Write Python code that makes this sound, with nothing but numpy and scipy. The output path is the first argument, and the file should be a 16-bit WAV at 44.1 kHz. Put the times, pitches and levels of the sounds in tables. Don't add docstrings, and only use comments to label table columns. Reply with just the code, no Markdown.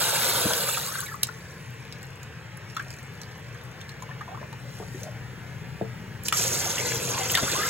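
import sys
import numpy as np
from scipy import signal
from scipy.fft import rfft, irfft, next_fast_len
from scipy.io import wavfile
from scipy.ndimage import map_coordinates

SR = 44100
rng = np.random.default_rng(int(sys.argv[2]) if len(sys.argv) > 2 else 0)


def digitize_waveform(pressure):
    field = np.atleast_2d(pressure).T
    bounded = np.clip(field, -1, 1)
    quanta = np.round(bounded * 32767).astype(np.int16)
    wavfile.write(sys.argv[1], SR, quanta)


N = 339129
TIME = np.arange(N) / SR

# (frequency [Hz], relative level per Hz [dB])
DEEP_COLOUR = [(90, 9.5), (200, -2.5), (280, -7), (400, -8.5), (1500, 0.5), (1900, -4.5), (2500, -0.5),
               (4000, 5), (5500, 4), (7500, 6.5), (12000, 6), (15500, 2)]
# (frequency [Hz], relative level per Hz [dB])
SHALLOW_COLOUR = [(90, 8), (250, 0.5), (500, -1.5), (1500, -1), (3200, 3.5), (5000, -0.5), (6450, 3.5),
                  (7200, 0.5), (10000, -5.5), (12600, -5.5), (15500, -13)]
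# (centre [Hz], width [Hz], lift [dB])
HOLLOW_MODES = [(480, 164, 10), (930, 52, 4.5), (1183, 49, 5), (1490, 240, 7.5), (1890, 90, -5),
                (2057, 79, 5.5), (3040, 110, -6.5)]
# (time [s], peak before trim [dB], starting pitch [Hz])
PLOP_HITS = [(0.688, -24.5, 1226), (0.745, -25.5, 2400), (0.772, -21.5, 1268), (0.954, -24.5, 1453),
             (0.988, -30, 1500), (1.032, -33, 1395), (1.14, -31, 1127), (1.288, -28, 1340),
             (2.029, -40, 1740), (2.766, -25, 1264), (2.795, -26.5, 1490), (2.862, -41.5, 730),
             (3.549, -39, 1620), (4.021, -33, 950), (4.09, -39, 935), (4.11, -35.5, 1650),
             (4.208, -31, 1130), (4.212, -32, 1646), (4.278, -34, 946), (4.288, -38, 695),
             (4.316, -34, 716), (4.345, -32.5, 1090), (4.373, -32, 1020), (4.413, -35.5, 570),
             (4.427, -34, 977), (4.527, -37.5, 853), (4.823, -36, 1106), (4.945, -32, 360),
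             (6.324, -16.5, 1233), (6.78, -22, 2620), (6.799, -25.5, 2040), (6.919, -26.5, 2064),
             (7.177, -23.5, 940), (7.298, -23.5, 2830), (7.352, -12.5, 3400), (7.374, -17.5, 1512),
             (7.479, -25, 1351), (7.631, -23, 1630)]
# (time [s], peak before trim [dB], starting pitch [Hz])
TICK_HITS = [(1.004, -21, 10500), (1.269, -31, 7400), (1.705, -46, 12200), (1.924, -31.5, 4970),
             (2.029, -35, 7400), (2.2303, -36.5, 6830), (2.571, -38, 10700), (2.7658, -29.5, 3420),
             (2.904, -32, 5250), (3.215, -31.5, 5960), (3.232, -36.5, 4630), (3.637, -46, 11000),
             (3.812, -35.5, 3500), (3.8918, -33, 4120), (4.023, -33.5, 6730), (5.032, -31, 6060),
             (6.235, -31, 12000), (7.317, -18, 11390)]
# (time [s], peak before trim [dB], noise centre [Hz])
SMACK_HITS = [(0.533, -13.5, 3470), (1.2305, -8, 6900), (4.527, -37, 2000), (6.2824, -14.5, 5500),
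              (6.324, -13.5, 2400), (7.35, -11, 3800), (7.372, -16, 2800)]
# (time [s], peak before trim [dB], thud against ring before trim [dB])
KNOCK_HITS = [(0.452, -21, 5), (4.801, -30.5, -28), (4.823, -33, -20), (5.812, -20, -9.5), (7.425, -21, 2)]
# (frequency [Hz], level before random scatter [dB], t60 [s])
BOWL_MODES = [(197, -2.5, 0.11), (376, 0.5, 0.074), (445, 1.5, 0.11), (593, 1, 0.037), (680, 0, 0.067)]
# (frequency [Hz], relative level [dB])
RUMBLE_COLOUR = [(20, -54), (45, -16), (70, -10), (105, -1), (165, -2.5), (260, -18), (350, -20),
                 (500, -42)]
# (frequency [Hz], relative level [dB])
HISS_COLOUR = [(100, -21), (330, 1), (460, 8.5), (650, -1), (900, 2), (1200, 0), (1700, 4.5), (2600, -1.5),
               (4100, -12), (5100, -10.5), (6000, -12.5), (7200, -17), (9000, -22), (15500, -57)]
# (time [s], gain before trims [dB])
RUMBLE_GAIN = [(0, -47.5), (1.5, -43.5), (3.1, -44), (6.15, -39), (6.7, -40)]
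# (frequency [Hz], t60 [s])
ROOM_DECAY = [(150, 0.29), (1000, 0.095), (4000, 0.091), (14000, 0.062)]
# (frequency [Hz], gain [dB])
ROOM_GAIN = [(100, -18.5), (280, -11), (600, -1), (1200, -4.5), (2200, -2.5), (3500, -3), (6500, -5.5),
             (12000, -11)]
# (frequency [Hz], left minus right [dB])
STEREO_LIFT = [(40, -2), (125, 4.5), (300, 2), (1200, 2), (4000, -0.5)]
FLOW_EXPONENTS = [2.0, 1.4, 0.97]
# (time [s], level [dB], rise [s], settling [s])
FIZZ_AND_RICE = [(1.25, -51.5, .15, .55), (2.851, -57.5, .15, .5), (4.76, -52, .1, .13),
                 (5.01, -50.5, .12, .07)]
# (start [s], length [s], peak before scatter [dB], first pitch [Hz], last pitch [Hz], before scatter)
GURGLE_RUNS = [(.87, 0.17, -35, 1244, 1477), (1.057, 0.068, -36, 2180, 1490), (5.01, .09, -42, 520, 615),
               (6.769, 0.16, -33.5, 2000, 2630), (7.14, 0.069, -32, 1040, 863),
               (7.335, .055, -23, 1864, 1505), (7.455, 0.046, -28.5, 945, 1550),
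               (7.55, 0.12, -26, 1100, 1500)]
# (start [s], length [s], peak before scatter [dB])
FOAM_RUNS = [(1.803, .38, -42.5), (2.681, 0.35, -39), (3.1, 0.93, -45)]

CLOSE_S, SHUT_S = .47, 1.2
SPIT_S, SPIT_DB, SPIT_DECAY_S = 6.25, -7.5, .035
LAND_S, JET_RISE_S = 6.322, .022
BARE_DB, COVER_S = [3.5, 4, 11], .43
HAND_S, REACH_S, HAND_DB = 7.15, .42, [3, 4.5, 3.5]
GURGLES_PER_S, GURGLE_SCATTER_DB, GURGLE_OCTAVES = 110, 1, .16
POPS_PER_S, POP_SCATTER_DB, POP_HZ, POP_OCTAVES = 42, 2.5, 5370, 0.553
TOP_HZ = 15850


def amp(db):
    return 10 ** (np.asarray(db) / 20)


def unit(x):
    return x / np.sqrt(np.mean(x ** 2) + 1e-20)


def along(points, hz):
    f, v = np.transpose(points)
    return np.interp(np.log(hz + 1), np.log(f + 1), v)


def wobble(rate):
    return map_coordinates(rng.standard_normal(int(N * rate / SR) + 4), [TIME * rate])


def ramp(start_s, length_s):
    return np.clip((TIME - start_s) / length_s, 0, 1)


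def swell(s, rise_s, fall_s):
    return np.exp(-np.maximum((s - TIME) / rise_s, (TIME - s) / fall_s))


def filtered(x, response):
    n = x.shape[-1]
    m = next_fast_len(n + 8192)
    return irfft(rfft(x, m) * response(np.fft.rfftfreq(m, 1 / SR)), m)[..., :n]


def band(hz, lo_hz, hi_hz):
    return ((1 + (lo_hz / (hz + 1)) ** 12) * (1 + (hz / hi_hz) ** 12)) ** -.5


def resonance(hz, centre_hz, q):
    damping = 1j * hz * centre_hz / q
    return damping / (centre_hz ** 2 - hz ** 2 + damping)


def add(track, s, db, sound):
    part = track[max(round(s * SR), 0):][:len(sound)]
    part += (amp(db) * sound / np.abs(sound).max())[:len(part)]


def scatter(start_s, length_s, per_s):
    count = max(round(length_s * per_s), 1)
    times = start_s + length_s * (np.arange(count) + rng.random(count)) / count
    return zip(times, *np.clip(rng.standard_normal((count, 2)), -2, 2).T)


def bubble(t, hz, cycles, rise):
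    age = t * hz / cycles
    phase = 2 * np.pi * hz * t * (1 + rise * np.minimum(age, 2) / 2)
    return np.sin(phase) * np.exp(-2 * age)


def burst(t, centre_hz, q, attack, t60, tail_db, tail_t60):
    decay = amp(-60 * t / t60) + amp(tail_db - 60 * t / tail_t60)
    envelope = decay * (1 - np.exp(-(t / attack) ** 2))
    noise = envelope * rng.standard_normal(len(t))
    return filtered(noise, lambda hz: resonance(hz, centre_hz, q))


def ping(t, hz, crack_db=1):
    ring = bubble(t, hz, cycles=15.0, rise=0.028) * (1 - np.exp(-(t / .001) ** 2))
    crack = burst(t, hz, q=1.04, attack=0.0016, t60=0.006, tail_db=-20, tail_t60=0.044)
    return unit(ring) + amp(crack_db) * unit(crack)


def swarm(flow, lo_hz, hi_hz, rate, cycles, spread_db, rise):
    busy = flow / flow.max()
    total = np.cumsum(busy)
    when, pitch, size = rng.random((int(rate * total[-1] / SR), 3)).T
    start = np.searchsorted(total, when * total[-1])
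    hz = lo_hz * (hi_hz / lo_hz) ** pitch
    k = np.arange(int(2 * cycles * SR / lo_hz))
    size_gain = amp(-spread_db * np.log(1 - .97 * size))
    strength = hz * size_gain / np.sqrt(busy[start])
    rings = strength[:, None] * bubble(k / SR, hz[:, None], cycles, rise)
    rings *= 1 - np.exp(-k / SR * hz[:, None])
    x = np.bincount((start[:, None] + k).ravel(), rings.ravel(), N)[:N]
    return x * np.sqrt(total[-1] / np.sum(x ** 2 * busy))


def tap_closing():
    flow = 1 - ramp(CLOSE_S, SHUT_S - CLOSE_S)
    return [flow ** power for power in FLOW_EXPONENTS]


def hollow(hz):
    return sum(db / (1 + (2 * (hz - centre) / width) ** 2) for centre, width, db in HOLLOW_MODES)


def pour(gains, colour, bubbles_per_s, large_db, small_db, spray_db, froth_db, flutter_db):
    gurgle, fizz, hiss = gains
    large = swarm(gurgle, 254.4, 1130, rate=bubbles_per_s / 4, cycles=8, spread_db=3.6, rise=0.16)
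    small = swarm(fizz, 900, 5000, rate=bubbles_per_s, cycles=20, spread_db=4.1, rise=.08)
    spray = swarm(hiss, 4200, 16000, rate=5000, cycles=14, spread_db=4.5, rise=.06)
    # grains, gain, band edges in Hz, level in dB
    sizes = [(large, gurgle, 110, 1000, large_db),
             (small, fizz, 1000, 4600, small_db),
             (spray, hiss, 4600, 17000, spray_db)]
    surge = wobble(35)
    out = np.zeros(N)
    for grains, gain, lo, hi, db in sizes:
        shape = lambda hz: amp(along(colour, hz) + hollow(hz)) * band(hz, lo, hi)
        rings, froth = filtered(np.array([grains, rng.standard_normal(N)]), shape)
        rings *= np.sqrt((hi - lo) / (SR / 2))
        water = (rings + amp(froth_db) * froth) / np.std(froth)
        out += gain * amp(db + flutter_db * (surge + wobble(50))) * water
    return out


def fan(rumble_db=-1, hum_db=-4.0, hiss_db=-47.5):
    rumble = filtered(rng.standard_normal(N), lambda hz: amp(along(RUMBLE_COLOUR, hz)))
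    drone = filtered(rng.standard_normal(N), lambda hz: resonance(hz, centre_hz=124.3, q=6.5) ** 2)
    hiss = filtered(rng.standard_normal(N), lambda hz: amp(along(HISS_COLOUR, hz)))
    low = amp(rumble_db) * unit(rumble) + amp(hum_db) * unit(drone)
    low_gain = amp(np.interp(TIME, *np.transpose(RUMBLE_GAIN)))
    return low_gain * low + amp(hiss_db) * unit(hiss)


def kitchen(x):
    hop, out = SR // 5, np.zeros((2, N + SR))
    for start in range(0, N, hop):
        hz, t, z = signal.stft(rng.standard_normal((2, SR // 4)), SR, nperseg=256)
        t60 = along(ROOM_DECAY, hz)[:, None]
        tail = signal.istft(z * amp(-60 * t / t60) / np.sqrt(t60), SR, nperseg=256)[1]
        tail /= np.linalg.norm(tail[0])
        answer = signal.fftconvolve(x[None, start:start + hop], tail, axes=1)
        out[:, start:start + answer.shape[1]] += answer
    return filtered(out[:, :N], lambda hz: amp(along(ROOM_GAIN, hz)))


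def knocks(knock_db=3, thud_db=4):
    out, t = np.zeros(N), np.arange(SR // 4) / SR
    for s, db, depth_db in KNOCK_HITS:
        ring = np.zeros(len(t))
        for hz, level, t60 in BOWL_MODES:
            decay = amp(level + rng.normal(0, 0.95) - 60 * t / t60)
            ring += decay * np.sin(2 * np.pi * (hz * t + rng.random()))
        thud = burst(t, centre_hz=180, q=0.69, attack=0.0054, t60=0.06, tail_db=-26, tail_t60=0.16)
        thud = filtered(thud, lambda hz: band(hz, 70, 640))
        ring = unit(ring) * (1 - np.exp(-t / 0.00057))
        add(out, s, db + knock_db, ring + amp(thud_db + depth_db) * unit(thud))
    return out


def smacks(smack_db=3.0):
    out, t = np.zeros(N), np.arange(SR // 6) / SR
    for s, db, hz in SMACK_HITS:
        crack = burst(t, hz, q=0.73, attack=0.0024, t60=0.013, tail_db=-40, tail_t60=0.042)
        add(out, s, db + smack_db, crack)
    return out


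def plops(plop_db=2.5, attack_s=0.0013):
    out, t = np.zeros(N), np.arange(SR // 6) / SR
    splat_db, follower_db, sink_db = -9, -11, -13
    swelling = lambda age, hz: bubble(age, hz, cycles=14.9, rise=0.13) * (1 - np.exp(-age / attack_s))
    for s, db, hz in PLOP_HITS:
        ring = swelling(t, hz)
        for late, detune in rng.random((2, 2)):
            follower_age = np.maximum(t - 0.012 * late, 0)
            ring += amp(follower_db) * swelling(follower_age, hz * 0.67 * 2 ** detune)
        splat = burst(t, hz, q=2.5, attack=0.0015, t60=0.02, tail_db=-33, tail_t60=0.048)
        sink = swelling(t, 1750 * amp(rng.normal(0, 0.4)))
        plop = unit(ring) + amp(splat_db) * unit(splat) + amp(sink_db) * unit(sink)
        add(out, s, db + plop_db, plop)
    return out


def gurgles(cycles=17, glide=0.1, attack_s=0.0018, splat_db=-13):
    out, t = np.zeros(N), np.arange(SR // 10) / SR
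    for start_s, length_s, db, first_hz, last_hz in GURGLE_RUNS:
        for s, size, pitch in scatter(start_s, length_s, GURGLES_PER_S):
            drift_hz = np.interp(s, [start_s, start_s + length_s], [first_hz, last_hz])
            hz = drift_hz * 2 ** (GURGLE_OCTAVES * pitch)
            ring = bubble(t, hz, cycles, glide * rng.random()) * (1 - np.exp(-t / attack_s))
            splat = burst(t, hz, q=1.1, attack=0.0019, t60=0.019, tail_db=-20, tail_t60=0.062)
            add(out, s, db + GURGLE_SCATTER_DB * size, unit(ring) + amp(splat_db) * unit(splat))
    return out


def ticks(tick_db=4):
    out, t = np.zeros(N), np.arange(SR // 6) / SR
    for s, db, hz in TICK_HITS:
        add(out, s, db + tick_db, ping(t, hz))
    return out


def fizz_and_rice(slide_db=2):
    activity = sum(amp(db) * swell(s, rise_s, fall_s) for s, db, rise_s, fall_s in FIZZ_AND_RICE)
    crackle = swarm(activity, 3500, 15000, rate=1300, cycles=8, spread_db=6, rise=.02)
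    grains = crackle + amp(slide_db) * rng.standard_normal(N)
    return activity * filtered(grains, lambda hz: resonance(hz, centre_hz=6100, q=1.2))


def foam():
    out, t = np.zeros(N), np.arange(SR // 20) / SR
    for start_s, length_s, db in FOAM_RUNS:
        for s, size, pitch in scatter(start_s, length_s, POPS_PER_S):
            add(out, s, db + POP_SCATTER_DB * size, ping(t, POP_HZ * 2 ** (POP_OCTAVES * pitch)))
    return out


def tap_opening(spit_rise_s=.005):
    spit = amp(SPIT_DB) * swell(SPIT_S + spit_rise_s, spit_rise_s, SPIT_DECAY_S)
    jet = 1 - np.exp(-np.maximum(TIME - LAND_S, 0) / JET_RISE_S)
    flow = spit + jet
    bare, hand = 1 - ramp(LAND_S, COVER_S), ramp(HAND_S, REACH_S)
    return [flow * amp(bare_db * bare + hand_db * hand) for bare_db, hand_db in zip(BARE_DB, HAND_DB)]


def scene():
    deep = pour(tap_closing(), DEEP_COLOUR, bubbles_per_s=2200, large_db=-35.0, small_db=-30.5,
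                spray_db=-28.5, froth_db=-4.0, flutter_db=0.77)
    shallow = pour(tap_opening(), SHALLOW_COLOUR, bubbles_per_s=1750, large_db=-41.0, small_db=-39.5,
                   spray_db=-35.5, froth_db=-2.5, flutter_db=1.12)
    hits = knocks() + smacks() + plops() + ticks()
    direct = deep + shallow + hits + gurgles() + foam() + fizz_and_rice() + fan()
    return direct + kitchen(direct)


def record(dry):
    lag = lambda hz: 2 * np.pi * np.interp(hz, [0, 4000, 5000, 15700], [0, .17, .5, 3])
    half = np.array([[.5], [-.5]])
    tilt = lambda hz: amp(half * along(STEREO_LIFT, hz))
    return filtered(dry, lambda hz: tilt(hz) * np.exp(-1j * half * lag(hz)) * (hz < TOP_HZ))


dry = scene()
out = record(dry)
digitize_waveform(out)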